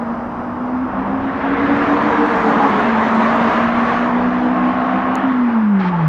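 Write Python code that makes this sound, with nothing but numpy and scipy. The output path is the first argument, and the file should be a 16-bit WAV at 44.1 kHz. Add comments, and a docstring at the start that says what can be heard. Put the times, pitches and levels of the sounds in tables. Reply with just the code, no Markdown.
"""From the start a four-cylinder car with a loud exhaust pulls beside a garden wall, over tyre roar, wind and rumble.
A second car then rushes past, its drone falling by the Doppler effect, while the first changes gear and faint
crackles of an overloaded input are heard. Late on come a tick, the throttle lift with an octave growing over the
falling note, and slip-and-grip tyre chirps. Tones are sines partly scattered by random modulation; roar, gas noise,
hiss, wind and crackles are shaped random noise. The input stage rounds the highest peaks throughout."""
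import sys
import numpy as np
from scipy import signal
from scipy.fft import rfft, irfft, next_fast_len
from scipy.io import wavfile
from scipy.ndimage import uniform_filter1d, map_coordinates

SR = 44100
rng = np.random.default_rng(int(sys.argv[2]) if len(sys.argv) > 2 else 0)


def wrap_up_sound(samples):
    """Save the sound to the file named by the first command line argument, as 16-bit audio."""
    columns = np.atleast_2d(samples).T
    # keep every value between -1 and 1, then stretch to whole-number steps
    tamed = np.clip(columns, -1, 1)
    steps = np.round(tamed * 32767).astype(np.int16)
    wavfile.write(sys.argv[1], SR, steps)


N = 268128
T = np.arange(N) / SR  # time in seconds

# Engine speed and exhaust note. Each row: time in seconds, firing rate in Hz, note level in dB.
ENGINE_NOTE = [(0, 231, -25), (.1, 233.5, -24.5), (.45, 241.8, -26), (.84, 256, -19), (1.2, 268, -20.5),
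               (1.47, 274.7, -18), (1.8, 286.7, -18), (2.2, 297.4, -15.5), (2.33, 299.5, -26.5),
               (2.5, 286.7, -23), (2.6, 278.8, -24), (2.66, 276, -16.5), (2.71, 271, -30),
               (2.78, 264.7, -33), (2.86, 235.4, -18), (2.96, 221, -19), (3.4, 230.8, -17.5),
               (3.8, 236.1, -20.5), (4.25, 246.2, -16.5), (4.66, 250, -17), (4.8, 251.2, -21),
               (5.05, 257.1, -18), (5.21, 255.2, -21), (5.23, 267.3, -16), (5.52, 232.7, -15.5),
               (5.75, 197, -12), (5.96, 171.1, -18.5), (6.08, 153.2, -10.5)]
# Brief drop-outs of the note. Each row: centre in seconds, half length (to 1/e) in seconds, depth in dB.
NOTE_DROPOUTS = [(0.315, 0.089, 10), (0.927, 0.045, 20), (1.062, 0.03, 14), (1.33, 0.027, 13),
                 (1.402, 0.03, 18), (1.567, 0.019, 13), (1.673, 0.013, 9), (1.858, 0.023, 16),
                 (1.992, 0.024, 13), (2.12, 0.045, 9), (2.416, 0.047, 8), (2.591, .025, 6),
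                 (2.81, 0.033, 10), (3.087, .015, 7), (3.236, .015, 5), (3.524, 0.037, 15), (4.564, .03, 5),
                 (4.74, 0.012, 13), (5.017, .02, 6), (5.221, 0.0096, 19), (5.327, 0.0046, 16)]
# Growl under load. Each row: time in seconds, 3rd multiple of the cycle rate in dB, 5th in dB, rasp in dB.
GROWL_LEVELS = [(0, -42, -39.5, -41), (.85, -43.5, -38.5, -43), (.98, -26, -45, -37.5),
                (1.27, -26.5, -33.5, -41), (1.38, -48, -38.5, -46), (1.55, -36.5, -33.5, -48),
                (2.1, -29.5, -42, -37), (2.27, -25, -38, -35), (2.35, -35, -36, -35),
                (2.46, -22.5, -38, -33), (2.6, -35, -39, -28), (2.75, -25, -36, -29),
                (2.95, -49, -33, -34.5), (3.3, -38, -36, -27.5), (3.5, -38, -39, -27),
                (3.8, -37.5, -40, -28.5), (3.95, -34, -36, -28.5), (4.15, -29, -32, -29),
                (4.45, -29, -26.5, -35.5), (4.56, -28.5, -31, -28), (5.0, -27.5, -33.5, -27),
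                (5.27, -28, -33, -29)]
# Upper lines of the growl. Each row: multiple of the cycle rate, level in dB relative to the rasp.
RASP_LINES = [(10, -12), (11, -1.5), (12, -5), (13, -14.5)]
# Colour of the gas noise from the tailpipe. Each row: frequency in Hz, relative density in dB per Hz.
PIPE_SPECTRUM = [(350, -43), (600, -1.5), (750, 6), (900, -13), (1100, 3.5), (1400, -15), (3000, -21),
                 (6000, -120)]
# Whines near 1 kHz. Each row: start in seconds, length in seconds, start pitch in Hz, end pitch in Hz, level in dB.
WHINE_GLIDES = [(.85, 0.28, 899, 908, -33.5), (3.75, .16, 1155, 1105, -26), (3.97, 0.062, 1140, 1165, -28),
                (4.53, .36, 1072, 1082, -29), (4.96, .17, 1069, 1085, -29)]
# Singing tyres of the passing car. Each row: multiple of its drone, level in dB abreast.
PASSING_TYRE_LINES = [(3.7, -28), (5.1, -29.5), (3.3, -30)]
# Tyre chirps. 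Each row: start in seconds, length in seconds, start pitch in Hz, end pitch in Hz, level in dB.
CHIRP_GLIDES = [(5.805, 0.0093, 830, 812, -25.5), (5.85, 0.027, 866, 900, -21),
                (5.865, 0.02, 1075, 1103, -30), (5.928, 0.03, 854, 893, -21.5),
                (5.975, 0.037, 900, 850, -26.5), (5.98, 0.015, 1130, 1110, -28.5)]
# Colour of the scrubbing rubber. Each row: frequency in Hz, relative density in dB per Hz.
SCRUB_SPECTRUM = [(500, -36), (1100, -2.0), (2000, 5.5), (4500, -14.0), (7300, -34), (8500, -92.0)]
# A tick close to the microphone. Each row: start in seconds, scale of the ringing in dB.
TICK_TIMES = [(5.1549, -20)]
# Its modes. Each row: frequency in Hz, level in dB relative to that scale, 60 dB decay time in seconds.
TICK_MODES = [(4325, -1.5, 0.0038), (6745, 6.0, 0.0025), (8510, -10, 0.0046), (13020, -14, .004)]
# Traffic. Each row: time in seconds, tyre roar in dB, hiss in dB, hiss brightness in dB per octave.
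ROAD_LEVELS = [(0, -24, -45, 1.5), (.8, -25.5, -44.5, -2), (.92, -22.5, -39.5, -10),
               (1.26, -22.5, -36.5, -3), (1.55, -19, -28, -7.5), (1.7, -17, -27, -4), (1.9, -18, -27.5, 1),
               (2.01, -15.5, -26, -1.5), (2.15, -17.5, -27, 0), (2.45, -15.5, -27, 3.5),
               (2.8, -16, -25, 0.5), (2.92, -18, -25.5, -0.5), (3.17, -17.5, -29, 3.5),
               (3.27, -17.5, -26.5, 2.5), (3.58, -18.5, -25.5, 1), (3.72, -22.5, -28, -1.5),
               (3.79, -18.5, -26.5, -0.5), (3.97, -20.5, -26.5, 0.5), (4.12, -20.5, -32, -1.5),
               (4.7, -22.5, -32.5, -2.5), (5.2, -22, -30.5, -7), (5.3, -23.5, -33.5, -5.5),
               (5.42, -24, -35.5, -4.5), (5.53, -23, -35, -5.5), (5.72, -28.5, -40, -9),
               (5.8, -25.5, -36, -11)]
# Sliding humps in the roar as cars pass. Each row: time in seconds, centre in Hz, lift in dB before sharing.
TREAD_HUMPS = [(0, 894, -2.5), (1.7, 1034, -3.5), (2.1, 979.7, 7.5), (2.5, 830, 6), (3.3, 929, 6),
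               (3.6, 980, 5), (3.75, 1130, 8), (4.1, 1197, 2.5), (4.4, 1100, -1.5), (6.08, 1155, 4)]
# Colour of the tyre roar. Each row: frequency in Hz, relative density in dB per Hz.
ROAR_SPECTRUM = [(90, -35), (150, -10), (210, 1.5), (270, 0), (340, -5.5), (440, -5.5), (560, -5.5),
                 (760, -3.5), (1070, -2), (1400, -7), (1810, -15.5), (2600, -31), (3600, -68), (6000, -120)]
# Colour of the hiss. Each row: frequency in Hz, relative density in dB per Hz.
HISS_SPECTRUM = [(1000, -14), (1700, 1), (2500, -10.5), (3500, -18.5), (5000, -30.5), (6500, -35.5),
                 (7400, -41.5), (8200, -48.5), (10000, -57), (12600, -60.5), (13300, -120)]
# Wind and road. Each row: time in seconds, wind buffeting in dB, rumble of the road in dB.
WIND_LEVELS = [(0, -45, -41.5), (.35, -42, -37), (.6, -46, -40), (1.2, -40, -39.5), (1.8, -42, -35.5),
               (2.2, -49, -38.5), (2.6, -45, -38.5), (3.2, -52, -38.5), (3.62, -49, -37), (3.72, -37, -39),
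               (3.85, -44, -41), (4.5, -46, -42.5), (5, -50, -39.5), (5.3, -53, -41), (5.75, -54, -45),
               (5.85, -46, -44), (6.08, -42.5, -39)]
# Colour of the buffeting. Each row: frequency in Hz, relative density in dB per Hz.
BUFFET_SPECTRUM = [(12, -39.5), (20, -10.5), (45, 0.5), (65, -3), (90, -20.5), (150, -120)]
# Colour of the road rumble. Each row: frequency in Hz, relative density in dB per Hz.
RUMBLE_SPECTRUM = [(30, -59.5), (60, -12), (80, -0.5), (135, -2.5), (151, -8), (170, -13.5), (220, -22.5),
                   (370, -120)]
# A faint low hum. Each row: start in seconds, length in seconds, start pitch in Hz, end pitch in Hz, level in dB.
HUM_GLIDES = [(3.85, .8, 53.12, 52.4, -48)]
# Colour of the steady far hiss. Each row: frequency in Hz, relative density in dB per Hz.
AIR_SPECTRUM = [(2500, -17.5), (3500, -6.5), (4600, -2.5), (5050, 5.5), (5400, -7), (5900, 0), (6400, -14),
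                (9000, -13), (12400, -15.5), (13000, -29.5), (13400, -89.5)]
# Faint crackles of the overloaded input. Each row: start in seconds, level in dB before rise and decay.
CRACKLE_TIMES = [(1.764, -50), (1.8973, -51), (2.0214, -46), (2.1022, -49), (2.2608, -46), (2.3137, -49),
                 (2.3596, -46), (2.4883, -46), (2.618, -50), (2.6963, -47), (2.8026, -45), (3.0086, -49),
                 (3.1475, -47), (3.3558, -46)]
# Colour of the crackles. Each row: frequency in Hz, relative density in dB per Hz.
CRACKLE_SPECTRUM = [(2500, -59), (4000, 5), (7000, 2), (10000, -2), (13000, -7), (15000, -14)]

SHIFT_S, LIFT_S = 2.4, 5.27  # gear change; foot off the throttle
ROUGH_LOW, ROUGH_HIGH = .09, .06  # scattered share of the note before and after the gear change
OCTAVE_DB = -18.5  # octave of the firing note under load, relative to the note
OVERRUN_S, OVERRUN_HOLD_S, OVERRUN_EDGE_S = 5.73, .22, .05
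OVERRUN_DB, OVERRUN_AFTER_DB = -32, -39  # octave off the throttle: swell, then what remains
PASS_S, PASS_M_PER_S, PASS_M, PASS_HZ = 2.65, 31, 16, 219.7  # moment abreast, speed, distance, drone
PASS_DB, PASS_OCTAVE_DB, PASS_AHEAD_DB = -30, -26, 5  # levels abreast; louder while it comes
PASS_HEARD_S, PASS_TYRES_S = (1.62, 2.75), (2.4, 2.75)  # (start, end) between the fades
SCUFF_S, SCUFF_HOLD_S, SCUFF_EDGE_S = 5.8, .09, 0.017
SCUFF_DB, SCUFF_TAIL_DB = -37, -44.5  # rubber scrubbing, then a faint drag
CRACKLE_T60_S, CRACKLE_RISE_S = .045, .003
SOUND_M_PER_S = 343
TOP_HZ, TOP_FADE_HZ = 15100, 2400  # band limit and width of the fade below it


def amp(db):
    """Decibel law: twenty decibels are a factor of ten in amplitude."""
    return 10 ** (np.asarray(db) / 20)


def unit(x):
    """Normalization to an rms of 1."""
    return x / np.sqrt(np.mean(np.abs(x) ** 2) + 1e-20)


def along(points, hz):
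    """Linear interpolation of (Hz, value) points on a logarithmic frequency axis."""
    f, v = np.transpose(points)
    return np.interp(np.log(hz + 1), np.log(f + 1), v)


def curves(rows, t=T):
    """Linear interpolation in time, lightly smoothed, of each column after the first."""
    s, *columns = np.transpose(rows)
    width = 1 + len(t) // 600
    return [uniform_filter1d(np.interp(t, s, column), size=width) for column in columns]


def fades(start, end, edge):
    """Gating: 1 from start to end, with squared ramps of length edge outside."""
    inside = np.minimum(T - start, end - T)
    return np.clip(inside / edge + 1, 0, 1) ** 2


def wobble(rate):
    """Band-limited random fluctuation: a spline through random knots, rate of them a second."""
    knots = rng.standard_normal(int(N * rate / SR) + 4)
    return map_coordinates(knots, [T * rate])


def filtered(x, response):
    """Linear filtering: the spectrum is multiplied by a response of frequency."""
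    m = next_fast_len(N + 8192)
    spectrum = rfft(x, m) * response(np.fft.rfftfreq(m, 1 / SR))
    return irfft(spectrum, m)[..., :N]


def partial(hz, db, rough, rate):
    """Random modulation of a sine of rms db: uneven firing and echoes scatter the share rough."""
    rough = np.clip(rough, 0, 1)
    scatter = unit(wobble(rate) + 1j * wobble(rate))
    turns = np.exp(2j * np.pi * (np.cumsum(hz) / SR + rng.random()))
    steady_and_scattered = np.sqrt(1 - rough) + np.sqrt(rough) * scatter
    return amp(db) * np.sqrt(2) * np.real(turns * steady_and_scattered)


def glides(rows, rough, edge):
    """Frequency modulation: short tones slide linearly from one pitch to another."""
    out = np.zeros(N)
    for s, length, start_hz, end_hz, db in rows:
        hz = np.interp(T, [s, s + length], [start_hz, end_hz])
        out += partial(hz, db, rough, 50) * fades(s, s + length, edge)
    return out


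def rush(spectrum, patchy_db, shape_db=lambda hz, t: 0):
    """Spectral shaping: noise brought to rms 1 takes patches of random gain and a moving colour."""
    noise = unit(filtered(rng.standard_normal(N), lambda f: amp(along(spectrum, f))))
    hz, t, z = signal.stft(noise, SR, nperseg=1024)
    across_hz = uniform_filter1d(rng.standard_normal(z.shape), 8, 0)
    patches = unit(uniform_filter1d(across_hz, 6, 1))
    gain_db = patchy_db * patches + shape_db(hz[:, None], t)
    return signal.istft(z * amp(gain_db), SR, nperseg=1024)[1][:N]


def firing():
    """Firing periodicity: the rate in Hz, and the level in dB of its note with the drop-outs."""
    hz, db = curves(ENGINE_NOTE)
    for s, half_s, depth_db in NOTE_DROPOUTS:
        db = db - depth_db * np.exp(-((T - s) / half_s) ** 2)
    return hz, db


def exhaust():
    """Periodic excitation: the pulses give a tone at the firing rate, cleaner in the higher gear."""
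    hz, note_db = firing()
    rough = np.where(T < SHIFT_S, ROUGH_LOW, ROUGH_HIGH)
    return partial(hz, note_db, rough, 25)


def growl():
    """Subharmonics: four unequal firings a cycle give lines on multiples of its rate, and puffing gas noise."""
    firing_hz, note_db = firing()
    cycle_hz = firing_hz / 4
    third_db, fifth_db, rasp_db = curves(GROWL_LEVELS)
    flutter_db = 1.1 * wobble(12)  # echoes off the wall come and go
    note = partial(3 * cycle_hz, third_db + flutter_db, .2, 20)
    note += partial(5 * cycle_hz, fifth_db + flutter_db, .3, 25)
    note += partial(2 * firing_hz, note_db + OCTAVE_DB + flutter_db, 0.66, 25)
    for order, db in RASP_LINES:
        note += partial(order * cycle_hz, rasp_db + db, .1, 14)
    puffs = unit(np.exp(0.76 * np.cos(2 * np.pi * np.cumsum(cycle_hz) / SR)))
    note += amp(rasp_db + 1.5) * puffs * rush(PIPE_SPECTRUM, 0.68)
    return note * fades(0, LIFT_S, 0.026)


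def overrun():
    """Second harmonic: off the throttle, the falling note grows an octave."""
    hold_end = OVERRUN_S + OVERRUN_HOLD_S
    swell = amp(OVERRUN_DB) * fades(OVERRUN_S, hold_end, OVERRUN_EDGE_S)
    after = amp(OVERRUN_AFTER_DB) * fades(hold_end, T[-1], OVERRUN_EDGE_S)
    octave = partial(2 * firing()[0], 0, 0.14, 25)
    return octave * np.maximum(swell, after)


def whines():
    """Gliding tones: narrow whines near 1 kHz, one early and the others after the second car has passed."""
    return glides(WHINE_GLIDES, .2, .04)


def passing_car():
    """Doppler effect to first order and inverse distance law: the drone falls as it draws level and leaves."""
    beyond_m = PASS_M_PER_S * (T - PASS_S)  # negative while it approaches
    away_m = np.hypot(beyond_m, PASS_M)
    leaving = beyond_m / away_m  # cosine of the path angle
    hz = PASS_HZ * (1 - PASS_M_PER_S / SOUND_M_PER_S * leaving)
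    drone = partial(hz, PASS_DB, .35, 25) + partial(2 * hz, PASS_OCTAVE_DB, .6, 45)
    singing = sum(partial(ratio * hz, db, 0.38, 20) for ratio, db in PASSING_TYRE_LINES)
    drone += fades(*PASS_TYRES_S, .2) * singing
    return drone * PASS_M / away_m * amp(-PASS_AHEAD_DB * leaving) * fades(*PASS_HEARD_S, 0.78)


def tyre_chirps():
    """Stick-slip friction: rubber slips and grips in short squeals over a scrub of noise."""
    hold_end = SCUFF_S + SCUFF_HOLD_S
    level = amp(SCUFF_DB) * fades(SCUFF_S, hold_end, SCUFF_EDGE_S)
    level += amp(SCUFF_TAIL_DB) * fades(SCUFF_S, T[-1], SCUFF_EDGE_S)
    return glides(CHIRP_GLIDES, .1, .01) + level * rush(SCRUB_SPECTRUM, 1.6)


def tick():
    """Modal ringing: a hard contact excites damped sines, with a faint decaying bright noise."""
    out, t = np.zeros(N), np.arange(600) / SR
    onset = 1 - np.exp(-t / 0.00019)
    for s, db in TICK_TIMES:
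        ring = sum(amp(level - 60 * t / t60) * np.sin(2 * np.pi * hz * t) for hz, level, t60 in TICK_MODES)
        ring += np.diff(rng.standard_normal(len(t) + 1)) * amp(-25 - 60 * t / 0.032)
        out[round(s * SR):][:len(t)] += amp(db) * ring * onset
    return out


def tyre_roar():
    """Broadband rolling noise: roar with sliding tread humps, and hiss above it."""
    roar_db, hiss_db, _ = curves(ROAD_LEVELS)

    def hiss_tilt(hz, t):
        """Spectral slope: dB per octave from 3 to 8 kHz, level beyond."""
        return curves(ROAD_LEVELS, t)[2] * np.log2(np.clip(hz, 3000, 8000) / 3000)

    def roar_colour(hz, t):
        """Spectral emphasis: two tread humps and a slope from 1 to 2.5 kHz."""
        centre_hz, lift_db = curves(TREAD_HUMPS, t)
        tread_db = 0
        for ratio, share in [(1, 0.93), (1.2, 0.53)]:
            distance = np.log((hz + 1) / (ratio * centre_hz)) / 0.058
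            tread_db = tread_db + share * lift_db * np.exp(-distance ** 2)
        roar_now_db, hiss_now_db, _ = curves(ROAD_LEVELS, t)
        near_db = hiss_now_db - roar_now_db + 11  # close tyres hiss more and roar brighter
        return tread_db + 0.72 * near_db * np.log2(np.clip(hz, 1000, 2500) / 1000)

    gust = wobble(7)
    roar = amp(roar_db + 0.28 * gust) * rush(ROAR_SPECTRUM, 1.22, roar_colour)
    hiss = amp(hiss_db + 0.5 * gust + 0.52 * wobble(12)) * rush(HISS_SPECTRUM, 1.5, hiss_tilt)
    return roar + hiss


def wind_and_rumble():
    """Turbulent pressure fluctuation: low noise for wind buffeting, and for the rumble of the road."""
    buffet_db, rumble_db = curves(WIND_LEVELS)
    buffeting = amp(buffet_db + 1.5 * wobble(5)) * rush(BUFFET_SPECTRUM, 1.2)
    rumble = amp(rumble_db + wobble(5)) * rush(RUMBLE_SPECTRUM, 1.2)
    return buffeting + rumble


def low_hum():
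    """Gliding tone: a faint low hum sinks slightly in pitch."""
    return glides(HUM_GLIDES, .2, .15)


def far_air():
    """Stationary noise: a steady far hiss."""
    return amp(-65.0) * rush(AIR_SPECTRUM, 1.1)


def crackles():
    """Overload distortion: faint crackles of the input, imitated at set times by short bursts of bright noise."""
    envelope, t = np.zeros(N), np.arange(SR // 10) / SR
    rise = 1 - np.exp(-t / CRACKLE_RISE_S)
    for s, db in CRACKLE_TIMES:
        envelope[round(s * SR):][:len(t)] += amp(db - 60 * t / CRACKLE_T60_S) * rise
    return envelope * rush(CRACKLE_SPECTRUM, 2.5)


def scene():
    """Superposition: all sources add at one microphone, and the crackles of its input join them."""
    car = exhaust() + growl() + overrun() + whines()
    events = passing_car() + tyre_chirps() + tick()
    background = tyre_roar() + wind_and_rumble() + low_hum() + far_air()
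    return (car + events + background + crackles())[None]


def record(dry):
    """Saturation, then filtering: the input stage rounds peaks, a coupling capacitor cuts lows, the top fades."""
    ceiling, bend = .72, 7
    soft = dry / (1 + np.abs(dry / ceiling) ** bend) ** (1 / bend)

    def response(hz):
        """First-order high-pass at 30 Hz times a linear fade to the band limit."""
        capacitor = 1j * hz / (30 + 1j * hz)
        return np.clip((TOP_HZ - hz) / TOP_FADE_HZ, 0, 1) * capacitor

    return filtered(soft, response)


dry = scene()
out = record(dry)
wrap_up_sound(out)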